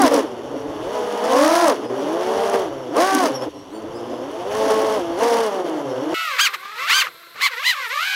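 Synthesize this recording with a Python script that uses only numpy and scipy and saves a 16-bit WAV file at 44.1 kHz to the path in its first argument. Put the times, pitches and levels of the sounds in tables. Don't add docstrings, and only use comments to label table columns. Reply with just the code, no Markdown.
import sys
import numpy as np
from scipy import signal
from scipy.fft import rfft, irfft, next_fast_len
from scipy.io import wavfile
from scipy.ndimage import map_coordinates

SR = 44100
rng = np.random.default_rng(int(sys.argv[2]) if len(sys.argv) > 2 else 0)


def to_wav(sig):
    pcm = np.clip(np.atleast_2d(sig), -1, 1) * 32767
    pcm = np.round(pcm).astype(np.int16)
    wavfile.write(sys.argv[1], SR, pcm.T)


N = 359415

HURRY_S, HURRY_PACE = 6.143, 4
TIME = np.arange(N) / SR
PACE = np.where(TIME < HURRY_S, 1, HURRY_PACE)
FLOWN = np.cumsum(PACE) / SR
TOP_HZ = 15800

# time in seconds, faster pair in turns per second,
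# slower pair in turns per second, blade load in dB.
CRUISE = [(0, 185, 120, 8), (.36, 190, 116, -0.5), (.5, 240, 127, -1), (.82, 207, 154, -0.5),
          (.93, 246, 215.6, -3.5), (1.65, 220, 186, 5.5), (1.8, 212, 119, 3), (1.99, 192, 128, 5.5),
          (2.7, 166, 140.4, 0), (2.9, 164, 122, -1.5), (3.0, 235, 194, 7), (3.36, 267, 135, 3.5),
          (3.45, 227, 115, -2.5), (3.5, 135, 69, 1.5), (3.54, 133, 99, -4), (3.715, 138, 94, -4),
          (3.745, 174, 108.5, -1.5), (4.2, 173, 121, 0.5), (4.48, 251, 195, -3.5), (5.12, 233, 170, 2),
          (5.93, 127, 120, 3), (6.34, 141, 129, 3), (6.57, 126, 90, -2), (6.74, 162, 107, -5),
          (6.8, 164, 126, 2), (6.87, 172, 155, 3), (7.05, 243, 129, 3.5), (7.095, 131, 83, -3.5),
          (7.352, 130, 86, -5.5), (7.405, 190, 169, -7), (7.56, 115, 109, 0.5), (7.63, 152, 147, -1.5),
          (7.75, 159, 146, -2), (7.89, 112, 108, 3.5), (7.95, 151, 143, 2.5), (8.15, 153, 154, 8)]
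CRUISE_SHARE = 0.34
# time of the top in seconds, rise in seconds, fall in seconds, flatness of
# the top (no unit), faster pair in turns per second, slower pair in turns per second, blade load in dB,
# the faster pair's share of the power from 0 to 1, extra turbulence on a 0-1 scale.
PUSHES = [(0.15, .15, .15, 1.98, 283, 237, 1, 0.5, 0.28), (0.0, .1, .15, 1.51, 406, 329, 4.5, 1, -0.19),
          (1.62, 0.45, 0.17, 1.74, 351, 336, 1, .58, -0.11),
          (2.53, .62, .19, 2.8, 231, 198, 4, 0.44, -0.075),
          (3.13, .215, 0.19, 3.08, 387, 300, 0, 0.94, -0.3024),
          (3.427, 0.024, 0.058, 2.46, 269, 129, 6, .55, -.3),
          (4.72, .26, 0.38, 5.75, 274, 218.7, -0.5, 0.21, -0.13),
          (5.09, .13, .14, 3.95, 235, 169.4, 0.5, .12, -.32), (5.3, .17, .74, 1.42, 259, 224, 0, 0, -0.198),
          (5.3, .14, .2, 4, 266, 233, 1, .02, -.1), (6.2, 0.24, .15, 2.91, 182, 165.5, 1.5, 0.3, -0.15),
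          (6.433, .063, 0.066, 3.08, 408, 304, 3, .92, -.35),
          (6.545, .018, .022, 1.6, 265, 152, 5.5, 0.42, -.1),
          (6.988, .132, .052, 2.6, 393, 305, 3, 0.87, -.1),
          (7.444, .046, .056, 3.35, 286, 264, 0, 0.42, 0.022),
          (7.685, 0.066, 0.067, 3, 254, 247, 0.5, 0.77, -0.044),
          (8.1, .13, .2, 2.7, 206, 190, 1.5, 0.41, -0.024)]
# time in seconds, change of blade load in dB.
LURCHES = [(.1, -7.5), (1.25, 3.5), (1.88, -7.5), (2.55, 4), (3.402, -1.5), (4.495, -3.5), (4.71, 5),
           (5.005, 2.5), (5.225, 2.5), (5.63, -5), (5.835, -4), (6.13, 4.5), (6.4, 2), (6.512, 2.5),
           (6.865, -3.5), (7.5, -4.5)]
LURCH_S = 0.014
# mean speed in turns per second, thrust in dB, blade hiss in dB
LOUDNESS = [(102, -39.5, -46), (120.8, -26, -48), (178, -22.5, -43.5), (214.5, -20, -39.5),
            (255.4, -13, -32), (345, -13.5, -29), (415, -16, -44.5)]
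STEER_THRUST_DB, STEER_HISS_DB = -14.5, -8.5
CALM_TURBULENCE, STEER_TURBULENCE = 0.1123, 1.45
HISS_FOLLOWS_LOAD = 0.9
# multiple of the shaft speed, relative level in dB.
ORDERS_DB = [(1, -2.5), (2, 2), (3, -3), (4, -3), (5, -10.5), (6, -13), (7, -17), (8, -16), (9, -21.5),
             (10, -18.5), (12, -15.5)]
# frequency in Hz at normal pace, gain in dB.
BODY = [(60, -19), (100, -14.5), (125, -12.5), (150, -14.5), (180, -19.5), (225, -12), (255, -12.5),
        (295, 4), (375, -3.5), (450, 0.5), (560, -0.5), (680, 0), (830, -7.5), (1020, -2), (1200, -4.5),
        (1400, -11.5), (1600, -9), (2500, -20), (5000, -24)]
CLEAN_EDGE_DB = 2.6
# frequency in Hz, relative level in dB per Hz.
SOFT_HISS = [(1000, -24.5), (2000, -1), (2350, -4), (2600, -1.5), (2950, 5), (3500, 1.5), (4000, -10.5),
             (4500, -2.5), (5000, -11), (5600, -2.5), (6700, -9), (7500, -16.5), (9500, -19.5),
             (11000, -10.5), (12300, -23), (15500, -25)]
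# frequency in Hz, relative level in dB per Hz.
HARD_HISS = [(900, -26), (1700, 8), (2400, 0), (3200, -1), (3900, -2), (5600, 1.5), (6600, -3),
             (7500, -10.5), (9700, -6), (11200, -11), (12500, -15), (15500, -17.5)]
# frequency in Hz, relative level in dB per Hz.
WASH = [(15, -75), (60, -47), (250, -5), (380, -24.5), (520, 1), (720, -0.5), (850, 2.5), (1050, -1.5),
        (1400, -7.5), (2000, -15.5), (3500, -40), (8000, -70)]
# frequency in Hz, relative level in dB per Hz.
WAKE = [(8, -80), (30, -41), (100, -20), (170, -31), (215, -12), (280, 9), (380, 1.5), (520, 5),
        (700, -4.5), (1000, -27.5), (1500, -33), (3000, -60), (6000, -70)]
WHINE_DB, SQUEAL_S = -63, 0.026
# time in seconds, dB over the usual.
SQUEALS = [(3.358, 25.5), (3.425, 16)]
# frequency in Hz, gain in dB.
WHINE_CASE = [(2500, -10), (3800, -4), (4500, -6), (5000, 3), (5600, 7.5),
              (6400, -17), (7400, -11), (8300, -8), (11000, -11), (15000, -20)]
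# time in seconds, strength in dB before a trim.
TICKS = [(0.019, -8.5), (0.0648, -21), (0.1421, -12.5), (1.4254, -20), (1.479, -17), (1.6811, -9.5),
         (2.9667, -20), (3.1488, -7.5), (5.4634, -24)]
# frequency in Hz, relative level in dB per Hz.
TICK_COLOUR = [(1500, -32), (4000, -17), (5600, 1), (7500, -6.5), (10500, -3), (12500, -17), (15500, -20)]
# time in seconds, level in dB.
BLASTS = [(.03, -14.5), (.165, -16.5), (3.0, -28), (3.156, -17), (3.255, -20.5)]
BLAST_S = 0.032
# frequency in Hz, relative level in dB per Hz.
BLAST = [(60, -49), (150, -32.5), (200, -3.5), (270, 18.5), (330, 8), (450, -22), (1000, -60)]
# time in seconds, level in dB before a trim and a wobble.
WIND = [(0, -46), (.16, -62), (.72, -46), (1.3, -61), (1.45, -53), (1.77, -82), (2.36, -52.5), (2.88, -54),
        (3.33, -61), (3.75, -58), (4.18, -52), (4.47, -50.5), (5.22, -52), (5.67, -81), (6.14, -60),
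        (6.3, -69), (7.0, -53.5), (7.25, -66), (7.42, -53.5), (7.56, -90), (8.15, -88)]
# frequency in Hz, relative level in dB per Hz.
RUMBLE = [(5, -25), (15, -21), (35, -0.5), (70, -1.5), (120, 9), (250, -9), (600, -50)]
# frequency in Hz, relative level in dB per Hz.
CASE_RING = [(500, -27), (900, -9), (1030, -2), (1130, -13), (1700, -30), (4000, -70)]


def amp(db):
    return np.exp(np.asarray(db) * np.log(10) / 20)


def unit(x):
    return x / np.sqrt(np.mean(x ** 2) + 1e-20)


def along(points, hz):
    f, v = np.transpose(points)
    return np.interp(np.log(hz + 1), np.log(f + 1), v)


def curves(rows):
    s, *cols = np.transpose(rows)
    return [np.interp(TIME, s, c) for c in cols]


def bumps(rows, width_s):
    return sum(height * np.exp(-((TIME - s) / width_s) ** 2) for s, height in rows)


def wobble(rate):
    knots = rng.standard_normal(int(FLOWN[-1] * rate) + 4)
    s = np.linspace(0, FLOWN[-1], len(knots) * 4)
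    smooth = map_coordinates(knots, [s * rate])
    return unit(np.interp(FLOWN, s, smooth))


def filtered(x, response):
    m = next_fast_len(N + SR // 4)
    spectrum = rfft(x, m) * response(np.fft.rfftfreq(m, 1 / SR))
    return irfft(spectrum, m)[:N]


def rush(spectrum):
    m = next_fast_len(N)
    white, hz = rfft(rng.standard_normal(m)), np.fft.rfftfreq(m, 1 / SR)

    def at_pace(pace):
        shaped = irfft(white * amp(along(spectrum, hz / pace)), m)[:N]
        return shaped / np.sqrt(pace)

    slow, fast = at_pace(1), at_pace(HURRY_PACE)
    return np.where(PACE == 1, slow, fast) / np.std(slow)


def flight():
    state = np.array(curves(CRUISE) + [np.full(N, CRUISE_SHARE), np.zeros(N)])
    for s, rise, fall, flatness, *top in PUSHES:
        near = (TIME > s - rise) & (TIME < s + fall)
        away = np.maximum((s - TIME[near]) / rise, (TIME[near] - s) / fall)
        arch = (1 - away ** flatness) ** 2
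        state[:, near] += arch * (np.array(top)[:, None] - state[:, near])
    return state


def effort(fast, slow, load_db, stir):
    speed, steering = (fast + slow) / 2, np.abs(fast - slow) / fast
    revs, thrust_law, hiss_law = np.transpose(LOUDNESS)
    thrust_db = np.interp(speed, revs, thrust_law) + STEER_THRUST_DB * steering + load_db
    hiss_db = np.interp(speed, revs, hiss_law) + STEER_HISS_DB * steering + HISS_FOLLOWS_LOAD * load_db
    rough = np.clip(CALM_TURBULENCE + STEER_TURBULENCE * steering + stir, 0, 1)
    return thrust_db, hiss_db, rough


def shaft(speed, drift, drift_rate, jitter):
    hz = speed * (1 + drift * wobble(drift_rate) + jitter * wobble(110))
    turns = np.cumsum(hz * PACE) / SR
    return (2 * np.pi * (turns % 1)).astype(np.float32)


def order_gains(speed, rough, size=64):
    order, db = np.transpose(ORDERS_DB)[:, :, None]
    rev = speed[::size]
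    edge = 1.26 * np.log2(rev / 220) + CLEAN_EDGE_DB * (1 - 2 * rough[::size])
    octaves_up = np.log2(np.maximum(order / 2, 1))
    gain = amp(db + edge * octaves_up + along(BODY, order * rev))
    gain = gain / np.sqrt(np.sum(gain ** 2, 0) / 2)
    return np.repeat(gain.astype(np.float32), size, axis=1)[:, :N]


def propeller(angle, gains, flutter_db):
    flutter = [unit(amp(flutter_db * wobble(38))).astype(np.float32) for _ in range(3)]
    tone = 0
    for i, ((order, _), gain) in enumerate(zip(ORDERS_DB, gains)):
        phase = float(rng.uniform(0, 2 * np.pi))
        tone = tone + gain * flutter[i % len(flutter)] * np.sin(round(order) * angle + phase)
    return tone


def rotors(fast, slow, share, rough):
    drone, angles = np.zeros(N), []
    share = np.clip(share, .03, .97)
    far_part = .12 + .22 * rough
    flutter_db = 1.6 + 2.2 * rough
    for speed, part in ((fast, share), (slow, 1 - share)):
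        near = shaft(speed, drift=.003 + .015 * rough ** 2, drift_rate=22, jitter=.003 + .02 * rough ** 2)
        far = shaft(speed, drift=.026 + .065 * rough, drift_rate=8, jitter=.004 + .03 * rough ** 2)
        gains = order_gains(speed, rough)
        drone += np.sqrt(part * (1 - far_part)) * propeller(near, gains, flutter_db)
        drone += np.sqrt(part * far_part) * propeller(far, gains, flutter_db)
        angles += [near, far]
    return drone, angles


def wash(thrust_db, rough):
    steady = amp(-11.0 + 3.45 * rough) * rush(WASH)
    wake = amp(-4.5 + 4.9 * wobble(40)) * rough * rush(WAKE)
    return amp(thrust_db) * (steady + wake)


def hiss(hiss_db, angles):
    hardness = 1 / (1 + np.exp(-(hiss_db + 35) / 3))
    fast_near, slow_near = angles[0], angles[2]
    chop = unit(1 + 0.26 * np.cos(2 * fast_near) + 0.14 * np.cos(2 * slow_near) + 0.19 * np.cos(slow_near))
    soft = amp(0.5) * rush(SOFT_HISS)
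    hard = amp(3.0) * rush(HARD_HISS) * unit(amp(2.45 * wobble(300)))
    blend = np.sqrt(1 - hardness) * soft + np.sqrt(hardness) * hard
    return amp(hiss_db + 0.83 * wobble(38)) * chop * blend


def cogging(angles, speeds):
    whine = np.zeros(N)
    for angle, speed in zip(angles, speeds):
        for k in (42, 84):
            in_band = k * speed * PACE < TOP_HZ
            whine += in_band * np.sin(k * angle)
    level = amp(WHINE_DB + bumps(SQUEALS, SQUEAL_S) + 6.3 * wobble(21))
    return level * filtered(whine, lambda hz: amp(along(WHINE_CASE, hz)))


def crackle(hiss_db, rough):
    rate = 45 * rough / (0.5 + np.exp(-(hiss_db + 40.0) / 3)) + 3.0
    ticks = (rng.random(N) < rate * PACE / SR) * amp(hiss_db - 2.5 + 5.7 * rng.standard_normal(N))
    for s, db in TICKS:
        ticks[int(s * SR)] += amp(db - 5.5)
    decay_s = 0.0022
    bursts = signal.lfilter([1], [1, -np.exp(-1 / (decay_s * SR))], ticks)
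    return bursts * rush(TICK_COLOUR)


def blasts():
    return bumps([(s, amp(db)) for s, db in BLASTS], BLAST_S) * rush(BLAST)


def wind():
    wind_db, = curves(WIND)
    return amp(wind_db + 2.5 + 3.3 * wobble(12)) * rush(RUMBLE)


def case_ring():
    return amp(-51.5) * rush(CASE_RING)


def scene():
    fast, slow, load_db, share, stir = flight()
    load_db = load_db + bumps(LURCHES, LURCH_S)
    thrust_db, hiss_db, rough = effort(fast, slow, load_db, stir)
    drone, angles = rotors(fast, slow, share, rough)
    drone *= amp(thrust_db - 1.38 - 3.0 * rough ** 2)
    air = wash(thrust_db, rough) + hiss(hiss_db, angles) + crackle(hiss_db, rough) + blasts() + wind()
    whine = cogging(angles, (fast, fast, slow, slow))
    return (drone + air + whine + case_ring())[None]


def record(dry):
    rounded = dry[0] / (1 + np.abs(dry[0] / .7) ** 8) ** (1 / 8)
    return filtered(rounded, lambda hz: hz < TOP_HZ)[None]


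dry = scene()
out = record(dry)
to_wav(out)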